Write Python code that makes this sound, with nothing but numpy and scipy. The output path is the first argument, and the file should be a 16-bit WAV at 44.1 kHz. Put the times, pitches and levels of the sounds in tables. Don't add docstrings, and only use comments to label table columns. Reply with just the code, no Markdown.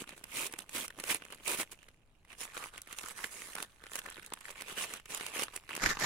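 import sys
import numpy as np
from scipy import signal
from scipy.fft import rfft, irfft, next_fast_len
from scipy.io import wavfile
from scipy.ndimage import uniform_filter1d

SR = 44100
rng = np.random.default_rng(int(sys.argv[2]) if len(sys.argv) > 2 else 0)


def master_out(mix):
    frames = np.transpose(np.atleast_2d(mix))
    ceiling = np.clip(frames, -1, 1)
    pcm = np.round(ceiling * 32767).astype(np.int16)
    wavfile.write(sys.argv[1], SR, pcm)


N = 266849

# (time [s], spread of crackle sizes [dB], pitch of the gripped panel [Hz])
BENDING = [(0, 6, 2700), (1.85, 7, 2800), (2.42, 5, 2550), (2.58, 4, 1170), (3.05, 6.5, 1150),
           (3.4, -0.5, 2590), (3.58, 5.5, 1510), (4.33, 8, 1540), (4.75, 1.5, 2920), (5.42, 3.5, 2570),
           (5.7, 9, 2660)]
# (time [s], length [s], sheet level [dB], fibre hiss over the sheet [dB])
HAND_STROKES = [(0.0, 0.02, -47, 0.5), (0.076, 0.057, -54, -8), (0.172, 0.016, -56.5, 0.5),
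                (0.592, 0.033, -52.5, -4), (0.99, 0.018, -47, -4), (1.311, 0.019, -51, -7.5),
                (2.299, 0.04, -56, -6.5), (2.402, 0.046, -46.5, 2), (2.546, 0.13, -49, -3),
                (2.74, 0.046, -51.5, -8.5), (2.903, 0.036, -49.5, -5.5), (2.978, 0.14, -50, 1.5),
                (3.171, 0.1, -49.5, 0), (3.314, 0.223, -55.5, 3), (3.578, 0.062, -47.5, -3.5),
                (3.928, 0.055, -48.5, 2), (4.048, 0.15, -54, -13), (4.455, 0.059, -50, -3.5),
                (4.572, 0.034, -50, -8), (4.685, 0.041, -46.5, -4.5), (4.779, 0.065, -39.5, -2),
                (4.889, 0.082, -49.5, -5), (5.106, 0.072, -45.5, -1.5), (5.199, 0.1, -47, -5),
                (5.347, 0.085, -41, -2.5), (5.401, 0.038, -40.5, -2), (5.554, 0.015, -45, -1.5),
                (5.707, 0.09, -44, -9.5)]
# (time [s], sheet level [dB])
GRIP_LEVEL = [(0, -69), (.53, -56.5), (.66, -68), (.94, -64), (1.3, -59.5), (1.85, -66), (2.0, -77),
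              (2.24, -77), (2.47, -55), (2.72, -66), (3.3, -58), (3.79, -65.5), (3.95, -52.5),
              (4.38, -59.5), (4.9, -52.5), (5.035, -71), (5.3, -53.5), (5.63, -63.5)]
# (time [s], bass gain [dB])
BASS_GAIN = [(1.4, 7), (2.4, -3), (4.35, -0.5), (4.6, -2)]
# (time [s], sheet level [dB], fibre tick level [dB])
CREASE_SNAPS = [(0.041, -53.5, -70), (0.092, -49.5, -50.5), (0.241, -47.5, -45.5), (0.466, -59, -39),
                (0.526, -58, -46.5), (0.538, -44.5, -47.5), (0.59, -47, -40.5), (0.606, -62, -50),
                (0.694, -52.5, -50.5), (0.881, -50, -44), (0.905, -48, -56.5), (1.0, -47, -42.5),
                (1.039, -42, -41.5), (1.147, -41.5, -43.5), (1.222, -49, -62.5), (1.252, -53, -54),
                (1.324, -49.5, -48.5), (1.347, -58, -52), (1.479, -45, -34.5), (1.599, -40.5, -43.5),
                (1.613, -46, -39), (1.631, -45, -50), (1.716, -63, -55), (1.83, -60.5, -64.5),
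                (1.887, -57, -62), (2.25, -63.5, -70.5), (2.33, -54, -57.5), (2.569, -42.5, -64),
                (2.577, -44, -47.5), (2.64, -46, -48), (2.779, -48.5, -49.5), (2.818, -61, -45.5),
                (2.874, -53.5, -58), (2.928, -49.5, -45.5), (2.987, -46.5, -41.5), (3.039, -46.5, -66),
                (3.086, -54, -43.5), (3.11, -51.5, -51.5), (3.191, -47, -69), (3.243, -35.5, -42),
                (3.42, -46.5, -51), (3.554, -44, -40.5), (3.565, -46.5, -68), (3.585, -44, -52),
                (3.603, -44.5, -50), (3.627, -44, -38.5), (3.839, -51, -58), (3.867, -50.5, -58),
                (3.956, -42, -38), (3.991, -45, -39.5), (4.062, -45, -52), (4.086, -49, -70),
                (4.101, -66, -47), (4.125, -59, -55), (4.169, -53, -63), (4.23, -55, -58),
                (4.248, -57, -58), (4.263, -59, -48.5), (4.323, -43.5, -72), (4.337, -44.5, -39),
                (4.374, -54.5, -68), (4.41, -56, -53), (4.508, -56, -46), (4.61, -46.5, -47),
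                (4.621, -45.5, -43.5), (4.938, -43.5, -40.5), (4.972, -56, -57), (4.999, -55, -59),
                (5.058, -53.5, -54), (5.148, -45, -36), (5.175, -53, -42), (5.21, -42, -47.5),
                (5.265, -45, -39), (5.396, -47, -39.5), (5.435, -42.5, -35), (5.483, -47.5, -67),
                (5.563, -51, -38), (5.692, -45, -54.5), (5.752, -45, -42), (5.765, -43, -40),
                (5.84, -36, -46), (5.971, -40.5, -59), (5.999, -45, -42.5)]
# (time at full force [s], build-up [s], length [s], level [dB], sag [dB per s])
STRIP_PULLS = [(0.372, 0.11, 0.099, -35, 45), (0.755, 0.061, 0.1, -35, 74), (1.11, 0.09, 0.016, -28.5, 98),
               (1.148, 0.038, 0.017, -40, 60), (1.476, 0.052, 0.073, -33, 19),
               (1.6, 0.092, 0.025, -32.5, 195.5), (1.718, 0.012, 0.011, -46.5, 100)]
# (time [s], pitch [Hz])
DRUM_PITCH = [(.33, 232), (.42, 306), (.46, 400), (.79, 259.5), (1.1, 370)]
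# (time [s], level before the mode levels [dB], pitch [Hz])
FACE_BUCKLES = [(0.537, -42, 340), (0.75, -40, 345), (0.983, -45, 209), (1.147, -38.5, 298.4),
                (3.242, -45, 326), (3.563, -48, 424), (4.181, -45.5, 360)]
# (multiple of its pitch [ratio], level [dB])
FACE_MODES = [(.48, -10), (1, 1.5), (1.37, -3.5)]
# (time at full speed [s], build-up [s], length [s], level [dB], sag [dB per s])
SLEEVE_DRAGS = [(5.84, 0.065, 0.079, -28, 70), (6.016, 0.052, .05, -29.5, 10)]
# (time at full level [s], build-up [s], length [s], level [dB], sag [dB per s])
ENVELOPE_FLOP = [(5.855, 0.053, 0.054, -37, 250)]

# (frequency [Hz], relative level per Hz [dB])
AIR_COLOUR = [(26, -8), (95, -16.5), (250, -26), (800, -33.5), (16000, -64)]
# (frequency [Hz], relative level per Hz [dB])
PAPER_COLOUR = [(50, -35), (100, -8.5), (240, -3.5), (450, -1.5), (760, -5.5), (1100, -0.5), (2700, -2),
                (4700, -7), (10100, -1), (12300, -9.5), (16000, -16.5)]
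# (frequency [Hz], relative level per Hz [dB])
RIP_COLOUR = [(53, -39), (90, -14.5), (165, -14), (323, -8), (570, -6.5), (839, -12), (935, -4.5),
              (1750, -6.5), (2430, 0), (4450, -9.5), (10100, -1), (11600, -8), (15000, -10), (16000, -16)]
# (frequency [Hz], relative level per Hz [dB])
SLEEVE_COLOUR = [(50, -42), (110, -7.5), (430, -7.5), (950, -3), (1400, 1), (1900, 2), (2800, -10.5),
                 (7100, -7.5), (8300, -18.5), (14000, -20.5), (16000, -40)]
# (frequency [Hz], relative level per Hz [dB])
PUFF_COLOUR = [(30, 12.5), (110, 1.5), (220, -9), (1500, -82)]
# (frequency [Hz], left-right correlation [0 to 1])
STEREO_LIKENESS = [(30, .76), (250, .95), (800, .88), (1400, .3), (4000, .07)]
# (frequency [Hz], left minus right [dB])
PORT_BALANCE = [(900, 0), (1400, -2.2), (1800, -2.2), (2500, -5.5), (3300, -1.5), (4800, -.5), (6500, -3.5),
                (9500, -11), (12000, -.5)]

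SPLIT_HZ = 4500
TOP_HZ = 15800
FADE_DB = 30
STROKE_RISE_S, STROKE_FALL_S = 0.046, 0.04
PULL_STOP_S, DRAG_STOP_S, FLOP_STOP_S = 0.028, 0.071, 0.44
GRIP_HISS_DB = -5.5
PANEL_HZ, PANEL_DB_PER_OCTAVE = 2350, 21.5
DRUM_DB, DRUM_WIDTH_HZ = -20, 78
BUCKLE_RISE_S, BUCKLE_T60_S = 0.0011, 0.04


def amp(db):
    return 10 ** (np.asarray(db) / 20)


def unit(x):
    return x / np.sqrt(np.mean(x ** 2) + 1e-20)


def along(points, hz):
    f, v = np.transpose(points)
    return np.interp(np.log(hz + 1), np.log(f + 1), v)


def curves(rows):
    s, *cols = np.transpose(rows)
    return [np.interp(np.arange(N) / SR, s, c) for c in cols]


def filtered(x, gain):
    size = 8192 if x.shape[-1] > SR else 1024
    log_gain = np.log(np.maximum(gain(np.fft.rfftfreq(size, 1 / SR)), 1e-6))
    cepstrum = irfft(log_gain)
    cepstrum[..., 1:size // 2] *= 2
    cepstrum[..., size // 2 + 1:] = 0
    response = irfft(np.exp(rfft(cepstrum)))
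    return signal.oaconvolve(x, response, axes=-1)[..., :x.shape[-1]]


def radiate(pair, colour, band=np.ones_like):
    def mid_side_gain(hz):
        angle = np.arccos(np.clip(along(STEREO_LIKENESS, hz), 0, .99)) / 2
        return amp(along(colour, hz)) * band(hz) * [np.cos(angle), np.sin(angle)]
    mid, side = filtered(pair, mid_side_gain)
    return unit(np.array([mid + side, mid - side]))


def sheet(hz):
    return 1 / np.sqrt(1 + (hz / SPLIT_HZ) ** 8)


def fibres(hz):
    return np.sqrt(1 - sheet(hz) ** 2)


def fractures(rate, spread_db, cap=2.2):
    chance = rng.random(N)
    size = np.minimum(rng.standard_normal(N), cap)
    energy = (chance < rate / SR) * amp(spread_db * size) ** 2
    return energy / (np.abs(uniform_filter1d(energy, size=2205)) + 1e-9)


def crackle(energy, life, rub):
    t = np.arange(SR // 20) / SR
    fade = t * np.exp(-t / life)
    power = np.abs(signal.fftconvolve(energy, fade / fade.sum())[:N])
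    return np.sqrt(power + rub) * rng.standard_normal((2, N))


def pops(energy, life):
    t = np.arange(SR // 100) / SR
    start = np.flatnonzero(energy)
    pitch, mid_phase, side_phase = rng.random((len(start), 3)).T[..., None]
    fade = np.sqrt(energy[start, None]) * t * np.exp(-t / life)
    index = (start[:, None] + np.arange(len(t))).ravel()

    def ringing(phase):
        ring = fade * np.sin(2 * np.pi * (SPLIT_HZ * pitch * t + phase))
        return np.bincount(index, ring.ravel(), N)[:N]
    return unit(np.array([ringing(mid_phase), ringing(side_phase)]))


def flexing(pair, patchy_db, panel_hz=None, panel_db=5, width=0.14):
    hz, t, z = signal.stft(pair, SR, nperseg=512)
    field = uniform_filter1d(rng.standard_normal(z.shape[1:]), size=5, axis=0)
    field = uniform_filter1d(field, size=7, axis=1)
    gain = amp(patchy_db * unit(field) / np.hypot(1, hz[:, None] / 9000))
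    if panel_hz is not None:
        panel_now = np.interp(t, np.arange(N) / SR, panel_hz)
        away = np.log((hz[:, None] + 1) / panel_now) / width
        gain = gain * amp(panel_db * np.exp(-away ** 2 / 2))
    return signal.istft(z * gain, nperseg=512)[1][:, :N]


def gesture(start, rise, length, level_db, sag, fall):
    age = np.arange(N) / SR - start
    live = (age > -2 * rise) & (age < length + 2 * fall)
    age, power = age[live], np.zeros(N)
    faded = np.maximum(-age, 0) / rise + np.maximum(age - length, 0) / fall
    power[live] = amp(level_db - sag * np.clip(age, 0, length) - FADE_DB * faded) ** 2
    return power


def gestures(rows, fall):
    return np.sqrt(sum(gesture(*row, fall) for row in rows))


def outdoors(level_db=-66):
    return amp(level_db) * radiate(rng.standard_normal((2, N)), AIR_COLOUR)


def handling():
    flex = amp(curves(GRIP_LEVEL)[0]) ** 2
    hiss = flex * amp(GRIP_HISS_DB) ** 2
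    for s, length, level_db, hiss_db in HAND_STROKES:
        power = gesture(s, STROKE_RISE_S, length, level_db, 0, STROKE_FALL_S)
        flex = flex + power
        hiss = hiss + power * amp(hiss_db) ** 2
    return np.sqrt(flex), np.sqrt(hiss)


def rustle(bass_hz=550):
    sheet_gain, hiss_gain = handling()
    spread_db, panel_hz = curves(BENDING)
    wrinkles = fractures(rate=560, spread_db=spread_db)
    ticks = fractures(rate=300, spread_db=spread_db, cap=2.3)
    slide = 1.7 * amp(-2 * spread_db)
    facets = .75 * pops(wrinkles, life=.0003) + crackle(wrinkles, life=.0005, rub=2 * slide)
    hiss = crackle((wrinkles + ticks) / 2, life=.0003, rub=slide)
    low = radiate(flexing(facets, patchy_db=2, panel_hz=panel_hz), PAPER_COLOUR, sheet)
    high = radiate(flexing(hiss, patchy_db=4.0), PAPER_COLOUR, fibres)
    bass_db, = curves(BASS_GAIN)
    bass = signal.sosfiltfilt(signal.butter(2, bass_hz, fs=SR, output="sos"), low)
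    low_shaped = low + (amp(bass_db) - 1) * bass
    return sheet_gain * low_shaped + hiss_gain * high


def burst(t, life, tail_db, tail_life):
    offsets = np.append(0, rng.uniform(-.003, .004, 3))[:, None]
    sizes = np.append(1, rng.uniform(.1, .5, 3))[:, None]
    age = t - offsets
    cracks = np.sum((sizes * np.exp(np.minimum(2 * age, -age) / life)) ** 2, axis=0)
    shiver = (t > 0) * (amp(tail_db) * np.exp(-np.abs(t) / tail_life)) ** 2
    return np.sqrt(cracks + shiver) * rng.standard_normal((2, len(t)))


def snaps(sheet_db=-4.5, tick_db=-6.0, ring=1.57, width_hz=400):
    t = np.arange(-SR // 200, SR // 30) / SR
    out = np.zeros((2, N + len(t)))
    for s, pop_db, crack_db in CREASE_SNAPS:
        panel_hz = PANEL_HZ * 2 ** ((crack_db - pop_db) / PANEL_DB_PER_OCTAVE)

        def panel(hz):
            return sheet(hz) * (1 + ring / (1 + ((hz - panel_hz) / width_hz) ** 2))
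        pop = radiate(burst(t, life=.001, tail_db=-13, tail_life=.0045), PAPER_COLOUR, panel)
        tick = radiate(burst(t, life=.00075, tail_db=-18, tail_life=.003), PAPER_COLOUR, fibres)
        snap = amp(pop_db + sheet_db) * pop + amp(crack_db + tick_db) * tick
        out[:, round((s + t[0]) * SR):][:, :len(t)] += snap
    return out[:, :N]


def drumming():
    phase = 2 * np.pi * np.cumsum(curves(DRUM_PITCH)[0]) / SR
    lowpass = signal.butter(2, DRUM_WIDTH_HZ / 2, fs=SR, output="sos")
    shake = signal.sosfilt(lowpass, rng.standard_normal((2, N)))
    return amp(DRUM_DB) * unit(shake[0] * np.cos(phase) + shake[1] * np.sin(phase))


def tear(plucks_db=-6):
    cracks = crackle(fractures(rate=2000, spread_db=4.5), life=.00018, rub=.22)
    plucks = pops(fractures(rate=900, spread_db=3.5), life=0.00048)
    rip = radiate(flexing(cracks + amp(plucks_db) * plucks, patchy_db=1.5), RIP_COLOUR)
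    return gestures(STRIP_PULLS, PULL_STOP_S) * (rip + drumming())


def buckles():
    t = np.arange(SR // 10) / SR
    out = np.zeros(N + len(t))
    for s, level_db, hz in FACE_BUCKLES:
        ring = sum(amp(db) * np.sin(2 * np.pi * (multiple * hz * t + rng.random()))
                   for multiple, db in FACE_MODES)
        envelope = amp(level_db - 60 * t / BUCKLE_T60_S) * (1 - np.exp(-t / BUCKLE_RISE_S))
        out[round(s * SR):][:len(t)] += envelope * ring
    return out[:N]


def strip_jerk():
    s, peak_db, ring_hz, life = 1.146, -16, 10000, .00022
    age = np.clip(np.arange(N) / SR - s, 0, 20 * life) / life
    return amp(peak_db) * age * np.exp(1 - age) * np.sin(2 * np.pi * ring_hz * life * age)


def card_sleeve(right_db=0.1):
    slips = crackle(fractures(rate=900, spread_db=5.5), life=0.00073, rub=0.18)
    scrape = radiate(flexing(slips, patchy_db=2.0), SLEEVE_COLOUR)
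    return gestures(SLEEVE_DRAGS, DRAG_STOP_S) * scrape * amp([[-right_db], [right_db]])


def flop():
    return gestures(ENVELOPE_FLOP, FLOP_STOP_S) * radiate(rng.standard_normal((2, N)), PUFF_COLOUR)


def surroundings(x, wet_db=-19, t60=0.018):
    t = np.arange(SR // 10) / SR
    tail = rng.standard_normal((2, len(t))) * amp(-60 * t / t60) * (t > .003)
    echo = signal.fftconvolve(x, tail / np.linalg.norm(tail[0]), axes=1)[:, :N]
    return x + amp(wet_db) * echo


def scene():
    paper = rustle() + snaps() + tear() + buckles() + strip_jerk()
    return outdoors() + surroundings(paper + card_sleeve() + flop())


def record(dry):
    def microphones(hz):
        lean = amp(along(PORT_BALANCE, hz) / 2)
        return np.array([lean, 1 / lean]) / np.sqrt((lean ** 2 + lean ** -2) / 2)
    size = next_fast_len(N + SR // 2)
    spectrum = rfft(filtered(dry, microphones), size)
    passed = np.fft.rfftfreq(size, 1 / SR) < TOP_HZ
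    return irfft(spectrum * passed, size)[:, :N]


dry = scene()
out = record(dry)
master_out(out)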